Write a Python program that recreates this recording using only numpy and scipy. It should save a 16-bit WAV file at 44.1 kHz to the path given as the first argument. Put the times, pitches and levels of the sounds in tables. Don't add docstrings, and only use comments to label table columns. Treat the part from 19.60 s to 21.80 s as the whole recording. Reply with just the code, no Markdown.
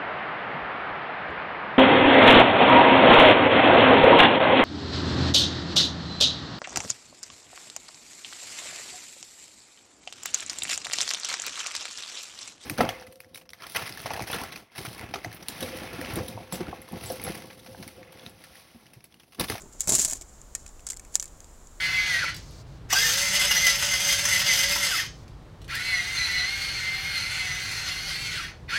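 import sys
import numpy as np
from scipy import signal
from scipy.fft import rfft, irfft
from scipy.io import wavfile
from scipy.ndimage import uniform_filter1d

SR = 44100
rng = np.random.default_rng(int(sys.argv[2]) if len(sys.argv) > 2 else 0)


def int16_out(signal):
    q = np.round(np.clip(np.atleast_2d(signal).T, -1, 1) * 32767)
    wavfile.write(sys.argv[1], SR, q.astype(np.int16))


def boost(x):
    u = np.asarray(x, float) / 20
    return 10 ** u


N = 97020

# frequency in Hz, level in dB, fade t60 in seconds.
SHAFT_MODES = [(1030, 1.5, 0.0054), (1495, -4.5, 0.0081), (1795, -5, 0.022), (2280, -4, 0.017),
               (2550, -14.5, 0.045), (3445, -13.5, 0.012), (4260, -26, 0.0059)]
# frequency in Hz, level in dB, fade t60 in seconds.
TUBE_MODES = [(131, -16, 0.046), (239.7, -8, 0.14), (370, 2.5, 0.048), (621, -1, 0.05), (832, -6, 0.052),
              (998, -11.5, 0.057), (1250, -6.5, 0.022)]
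# start in seconds, level in dB, push in ms, frequency of the dent in Hz.
TUBE_BLOWS = [(0.009, -43, 0.71, 102), (0.035, -40.5, 0.56, 403), (0.058, -40.5, 0.77, 276),
              (0.089, -47, 0.97, 407), (0.149, -44, 0.49, 102), (0.275, -24, 1.06, 154),
              (0.29, -22.5, 1.24, 626), (0.313, -28.5, 0.53, 385), (0.321, -27.5, 0.26, 390),
              (0.334, -25, 0.68, 136), (0.349, -33, 1.4, 353), (0.362, -42, 0.61, 143),
              (0.383, -29, 1.1, 293), (0.391, -31.5, 1.4, 245), (0.427, -37, 0.83, 283),
              (0.451, -34, 0.66, 152), (0.477, -41, 0.86, 190), (0.524, -34.5, 0.7, 720),
              (0.552, -39, 0.63, 103), (0.613, -44.5, 0.36, 660), (1.546, -46, 1, 675)]
TAP_DB = -24.5


def filtered(x, order, hz, kind="low"):
    return signal.lfilter(*signal.butter(order, hz, kind, fs=SR), x)


def ring(x, modes):
    out = 0
    for hz, db, t60 in modes:
        radius = np.exp(-np.log(1000) / (t60 * SR))
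        angle = 2 * np.pi * hz / SR
        poles = [1, -2 * radius * np.cos(angle), radius * radius]
        out = out + boost(db) * signal.lfilter([0, radius * np.sin(angle)], poles, x)
    return out


def grit(scatter_db):
    sizes = np.repeat(rng.exponential(size=N // 3 + 1), 3)[:N].clip(0, 4)
    x = rng.standard_normal(N) * boost(scatter_db * sizes)
    return x / x.std()


def walk(rate):
    k = int(SR / rate)
    x = uniform_filter1d(uniform_filter1d(rng.standard_normal(N), k), k)
    return x / x.std()


def drift(spectrum, db, rate):
    octave = np.log2(np.maximum(np.arange(N // 2 + 1) * SR / N, 10))
    out = 0
    for centre in np.arange(int(octave[0]), octave[-1] + 1):
        band = np.clip(1 - abs(octave - centre), 0, 1)
        out = out + irfft(spectrum * band, N) * boost(db * walk(rate))
    return out


def showers(table, db):
    scatter_db, patchy_db, tick_db = 2.5, 0.56, 0
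    hold = 1.447
    tail_db, tail_stretch, tail_band_hz = -18.5, 3.05, [3500, 8700]
    t = np.arange(N) / SR
    air, tail, wood, ticks = np.zeros((4, N))
    for start, peak_db, t60, ring_db in table:
        age = np.maximum(t - start, 0) / max(t60, .002)
        gain = (t >= start) * boost(peak_db + db)
        air += gain * boost(-60 * age ** hold)
        tail += gain * boost(tail_db - 60 * age / tail_stretch)
        wood += gain * boost(ring_db - 60 * age)
        ticks[int(start * SR) + 16] = boost(tick_db)
    impacts = drift(rfft(grit(scatter_db)), patchy_db, 210) + ticks
    dull = filtered(grit(scatter_db), 2, tail_band_hz, "band")
    return impacts * air + dull * tail + 0.15 * ring(impacts * wood, SHAFT_MODES)


def forest():
    # frequency in Hz, level in dB per Hz.
    hush_spectrum = [(25, -62), (60, -71), (170, -85), (500, -87.5), (1200, -93), (2500, -104),
                     (7000, -112), (16000, -112)]
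    points_hz, points_db = np.array(hush_spectrum).T
    log_hz = np.log(np.maximum(np.arange(N // 2 + 1) * SR / N, 10))
    colour = boost(np.interp(log_hz, np.log(points_hz), points_db)) * np.sqrt(SR / 2)
    hush = drift(rfft(rng.standard_normal(N)) * colour, 0.18, 16)
    return filtered(hush, 2, 22, "high")


def rub():
    # time in seconds, level in dB.
    strokes = [(0, -43), (0.099, -57), (.19, -46), (.235, -44), (.27, -34), (.3, -41), (.45, -31),
               (.53, -55), (.6, -70), (.7, -48), (.9, -62), (1.0, -43), (1.2, -90), (1.35, -71), (1.5, -74),
               (1.62, -41), (1.75, -69), (2.2, -64)]
    times, levels_db = np.array(strokes).T
    hiss = filtered(grit(4.3), 1, (3800, 9900), "band")
    stroke_db = np.interp(np.arange(N) / SR, times, levels_db)
    return hiss * boost(stroke_db - 15.5 + 2.2 * walk(45))


def catches():
    # start in seconds, level in dB, fade t60 in seconds, shaft ring in dB.
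    slide_catches = [(0.006, -26, 0.033, -23), (0.0188, -21.5, 0.018, -1), (0.0455, -30, 0.011, -20),
                     (0.125, -31.5, 0.06, -20), (0.1325, -30, 0.012, -20), (0.1975, -18, 0.024, -18),
                     (0.206, -5.5, 0.029, -28), (0.214, -15, 0.044, -20), (0.2314, -21, 0.13, -2.5),
                     (0.2742, -5.5, 0.015, 1), (0.281, -5.5, 0.047, -16), (0.291, -6.5, 0.077, -18),
                     (0.2941, -8, 0.097, -4), (0.3204, -3, 0.079, -24), (0.3374, -6.5, 0.12, -25),
                     (0.3494, -3.5, 0.057, -33), (0.357, -16, 0.093, -29), (0.3826, -6, 0.17, -21),
                     (0.396, -8, 0.068, -26), (0.4143, -10.5, 0.054, -31), (0.4245, -12.5, 0.14, -4),
                     (0.4469, -3.5, 0.045, -34), (0.4776, -13.5, 0.13, -3), (0.4975, -14, 0.044, -17),
                     (0.5094, -14.5, 0.12, -13), (0.5318, -5.5, 0.011, 0), (0.5484, -25.5, 0.06, -4),
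                     (0.567, -23.5, 0.056, -27), (0.554, -23.5, 0.03, -20), (0.6113, -14, 0.014, -10),
                     (0.618, -18, 0.031, -5)]
    return showers(slide_catches, -26.5)


def thuds():
    thud_db, dent_t60_s = -3, 0.059
    out = 0
    chance = rng.standard_normal((len(TUBE_BLOWS), len(TUBE_MODES)))
    for (start, db, push_ms, dent_hz), luck in zip(TUBE_BLOWS, chance):
        n = int(max(push_ms, .3) * SR / 1000)
        i = int(start * SR)
        push = np.zeros(N)
        push[i:i + n] = np.sign(luck[0]) * boost(db + thud_db) * np.hanning(n) / n
        modes = [(dent_hz, 4, dent_t60_s)]
        for (hz, mode_db, t60), e in zip(TUBE_MODES, luck):
            modes.append((hz * (1 + 0.086 * np.clip(e, -1, 1)), mode_db + 3.3 * e, t60))
        out = out + ring(push, modes)
    return filtered(out, 2, 105, "high")


def rumble():
    rumble_db, rumble_t60_s = -13, 0.073
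    t = np.arange(N) / SR
    shake = np.zeros(N)
    for start, db, _, _ in TUBE_BLOWS:
        fade_db = -60 * np.maximum(t - start, 0) / rumble_t60_s
        shake += (t >= start) * boost(db + rumble_db + fade_db)
    damped = [(hz, db, 0.34 * t60) for hz, db, t60 in TUBE_MODES]
    return ring(shake * grit(3.7) * 0.12, damped)


def snaps():
    # start
    # in seconds, level in dB.
    brief_contacts = [(0.2061, -9.5), (0.2177, -22.5), (0.2741, -13), (0.2808, -13), (0.2928, -5),
                      (0.2961, -9.5), (0.2983, -9), (0.3027, -16), (0.3036, -10), (0.307, -16), (0.3092, -22),
                      (0.311, -22), (0.316, -21), (0.321, -11), (0.3235, -12), (0.3265, -24), (0.332, -11),
                      (0.335, -18), (0.3354, -12), (0.3372, -12), (0.342, -17), (0.3445, -14), (0.3513, -3),
                      (0.3536, -13), (0.357, -10), (0.361, -17), (0.3647, -21), (0.3668, -19), (0.37, -23),
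                      (0.3724, -37), (0.3824, -18), (0.3844, -24), (0.387, -19), (0.3907, -19), (0.395, -7.5),
                      (0.4016, -15), (0.406, -17), (0.4107, -27), (0.412, -29), (0.4138, -14), (0.4182, -12.5),
                      (0.422, -23), (0.4254, -15), (0.43, -17), (0.44, -15.5), (0.4487, -5), (0.4516, -16),
                      (0.454, -14), (0.46, -15), (0.4661, -33), (0.4772, -26), (0.4807, -23), (0.4841, -21),
                      (0.4869, -22), (0.4985, -17), (0.5108, -17), (0.5254, -19), (0.5344, -13),
                      (0.8161, -33.5), (0.9511, -15.5), (0.9536, -25.5), (0.9544, -23), (0.959, -39),
                  (0.9618, -36), (1.0648, -45), (1.0774, -51), (1.205, -40), (1.2679, -18.5), (1.2686, -27),
                  (1.2738, -46), (1.28, -38), (1.2892, -30), (1.3016, -17), (1.3034, -24), (1.3061, -19),
                  (1.3182, -30), (1.3214, -29), (1.3233, -34), (1.3314, -29), (1.3346, -33), (1.3417, -32),
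                  (1.3656, -38), (1.3707, -25), (1.3963, -26.5), (1.3994, -37), (1.4492, -38),
                  (1.5424, -33), (1.5446, -28), (1.548, -28), (1.5558, -11), (1.559, -37), (1.563, -35),
                  (1.565, -31), (1.5769, -33), (1.5981, -17.5), (1.5997, -42), (1.6068, -32), (1.6134, -29),
                  (1.626, -19.5), (1.6327, -43), (1.6358, -31), (1.6397, -35), (1.6424, -28), (1.656, -31),
                  (1.657, -35), (1.6597, -42), (1.8042, -34.5), (1.845, -40), (2.072, -38.5)]
    snap_db, fade_db, wood_db = -3.5, 11.5, -27
    table = np.array(brief_contacts)
    bursts = rng.standard_normal((len(table), 80)) * boost(-fade_db * np.linspace(0, 1, num=80))
    bursts = filtered(bursts, 1, (5540, 12700), "band")
    heard = signal.lfilter(*signal.iirpeak(7400, 3, fs=SR), bursts)
    bursts /= np.linalg.norm(heard, axis=1, keepdims=True)
    x = np.zeros(N)
    for (start, db), burst in zip(table, bursts):
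        i = int(start * SR) - 10
        x[i:i + len(burst)] += boost(db + snap_db) * burst
    return x + boost(wood_db) * ring(x, SHAFT_MODES)


def rings():
    # start in seconds, frequency in Hz.
    tones = [
        (.952, 1860),
        (1.332, 2050),
        (1.195, 2600),
        (1.598, 6050),
        (.478, 620),
        (1.063, 2500),
        (.2064, 6900),
        (1.525, 10000),
    ]
    tones_db = [-44, -43, -45, -30, -42.5, -44, -34, -58]
    tones_t60 = [0.059, 0.026, 0.0074, 0.0072, 0.14, 0.014, 0.016, 0.033]
    out = np.zeros(N)
    for (start, hz), db, t60 in zip(tones, tones_db, tones_t60):
        strike = np.zeros(N)
        strike[int(start * SR)] = 1
        out += ring(strike, [(hz, db, t60)])
    return out


def taps():
    # start in seconds, level in dB, fade t60 in seconds, shaft ring in dB.
    shaft_taps = [(0.8148, -40, 0.025, -12), (0.95, -10.5, 0.037, -1), (1.0626, -16, 0.016, -1),
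                  (1.0774, -22, 0.02, -25), (1.09, -29, 0.028, -12), (1.1935, -31.5, 0.03, -12),
                  (1.2044, -32, 0.015, -5), (1.2671, -10, 0.034, -7.5), (1.288, -10.5, 0.014, -11),
                  (1.301, -9, 0.023, -12), (1.3056, -12.5, 0.025, -24), (1.319, -14, 0.014, -9),
                  (1.3308, -16.5, 0.015, -5), (1.3404, -30, 0.016, -7), (1.3656, -22, 0.01, -9),
                  (1.3707, -20, 0.015, -19), (1.3957, -18.5, 0.0097, 4), (1.4489, -23.5, 0.013, 1),
                  (1.522, -32, 0.12, -6), (1.5404, -21, 0.054, -14), (1.5477, -32, 0.037, -23),
                  (1.5757, -33, 0.027, 7), (1.5974, -9, 0.026, -33), (1.6257, -10, 0.019, -2),
                  (1.642, -18, 0.0073, 2), (1.6552, -22.5, 0.03, -19), (1.6776, -26.5, 0.034, -20),
                  (1.8042, -20, 0.0073, -14), (1.8438, -24, 0.01, -21), (2.0712, -29, 0.015, -8)]
    return filtered(showers(shaft_taps, TAP_DB), 1, 9300)


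def knock():
    # start in seconds, level in dB, shaft ring in dB.
    hard_blow = (1.5551, 0, -12)
    # start in seconds, level in dB, fade t60 in seconds, shaft ring in dB.
    rattle = [
        (1.5558, -10, 0.039, -4),
    ]
    # frequency in Hz, level in dB, fade t60 in seconds.
    knock_modes = [(720, -7.5, 0.058), (880, 5.5, 0.014), (1060, -2, 0.012), (1830, 3, 0.0071),
                   (3840, -3, 0.019), (4640, -3.5, 0.0094)]
    squeak_hz, rise_s = 6000, 0.00013
    start, db, ring_db = hard_blow
    age = np.arange(N) / SR - start
    blow = np.zeros(N)
    blow[int(start * SR)] = boost(db)
    swell = np.exp(-.5 * (age / rise_s) ** 2)
    squeak = boost(db - 16.5) * swell * np.cos(2 * np.pi * squeak_hz * age)
    body = 0.13 * boost(ring_db) * ring(blow, knock_modes)
    return 1.05 * blow + squeak + body + showers(rattle, TAP_DB)


def scene():
    bright = rub() + catches() + snaps() + taps() + knock()
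    bright = filtered(bright, 1, 7830)
    bright = filtered(bright, 1, 2400, "high")
    return (forest() + bright + thuds() + rumble() + rings())[None]


def low_pass(x):
    return signal.sosfilt(signal.butter(12, 17150, fs=SR, output="sos"), x)


def record(dry):
    # frequency in Hz, width in Hz, level in dB.
    port = [(7240, 605, 16), (7120, 1420, 12), (9650, 520, -11)]
    x = dry
    for hz, width, db in port:
        x = x + boost(db) * signal.lfilter(*signal.iirpeak(hz, hz / width, fs=SR), dry)
    ceiling = 1.63
    x = .86 * ceiling * np.tanh(x / .86 / ceiling)
    x = signal.sosfilt(signal.ellip(6, .2, 18, 15800, fs=SR, output="sos"), x)
    x = signal.sosfilt(signal.ellip(10, .2, 60, 17080, fs=SR, output="sos"), x)
    return low_pass(x)


dry = scene()
out = record(dry)
int16_out(out)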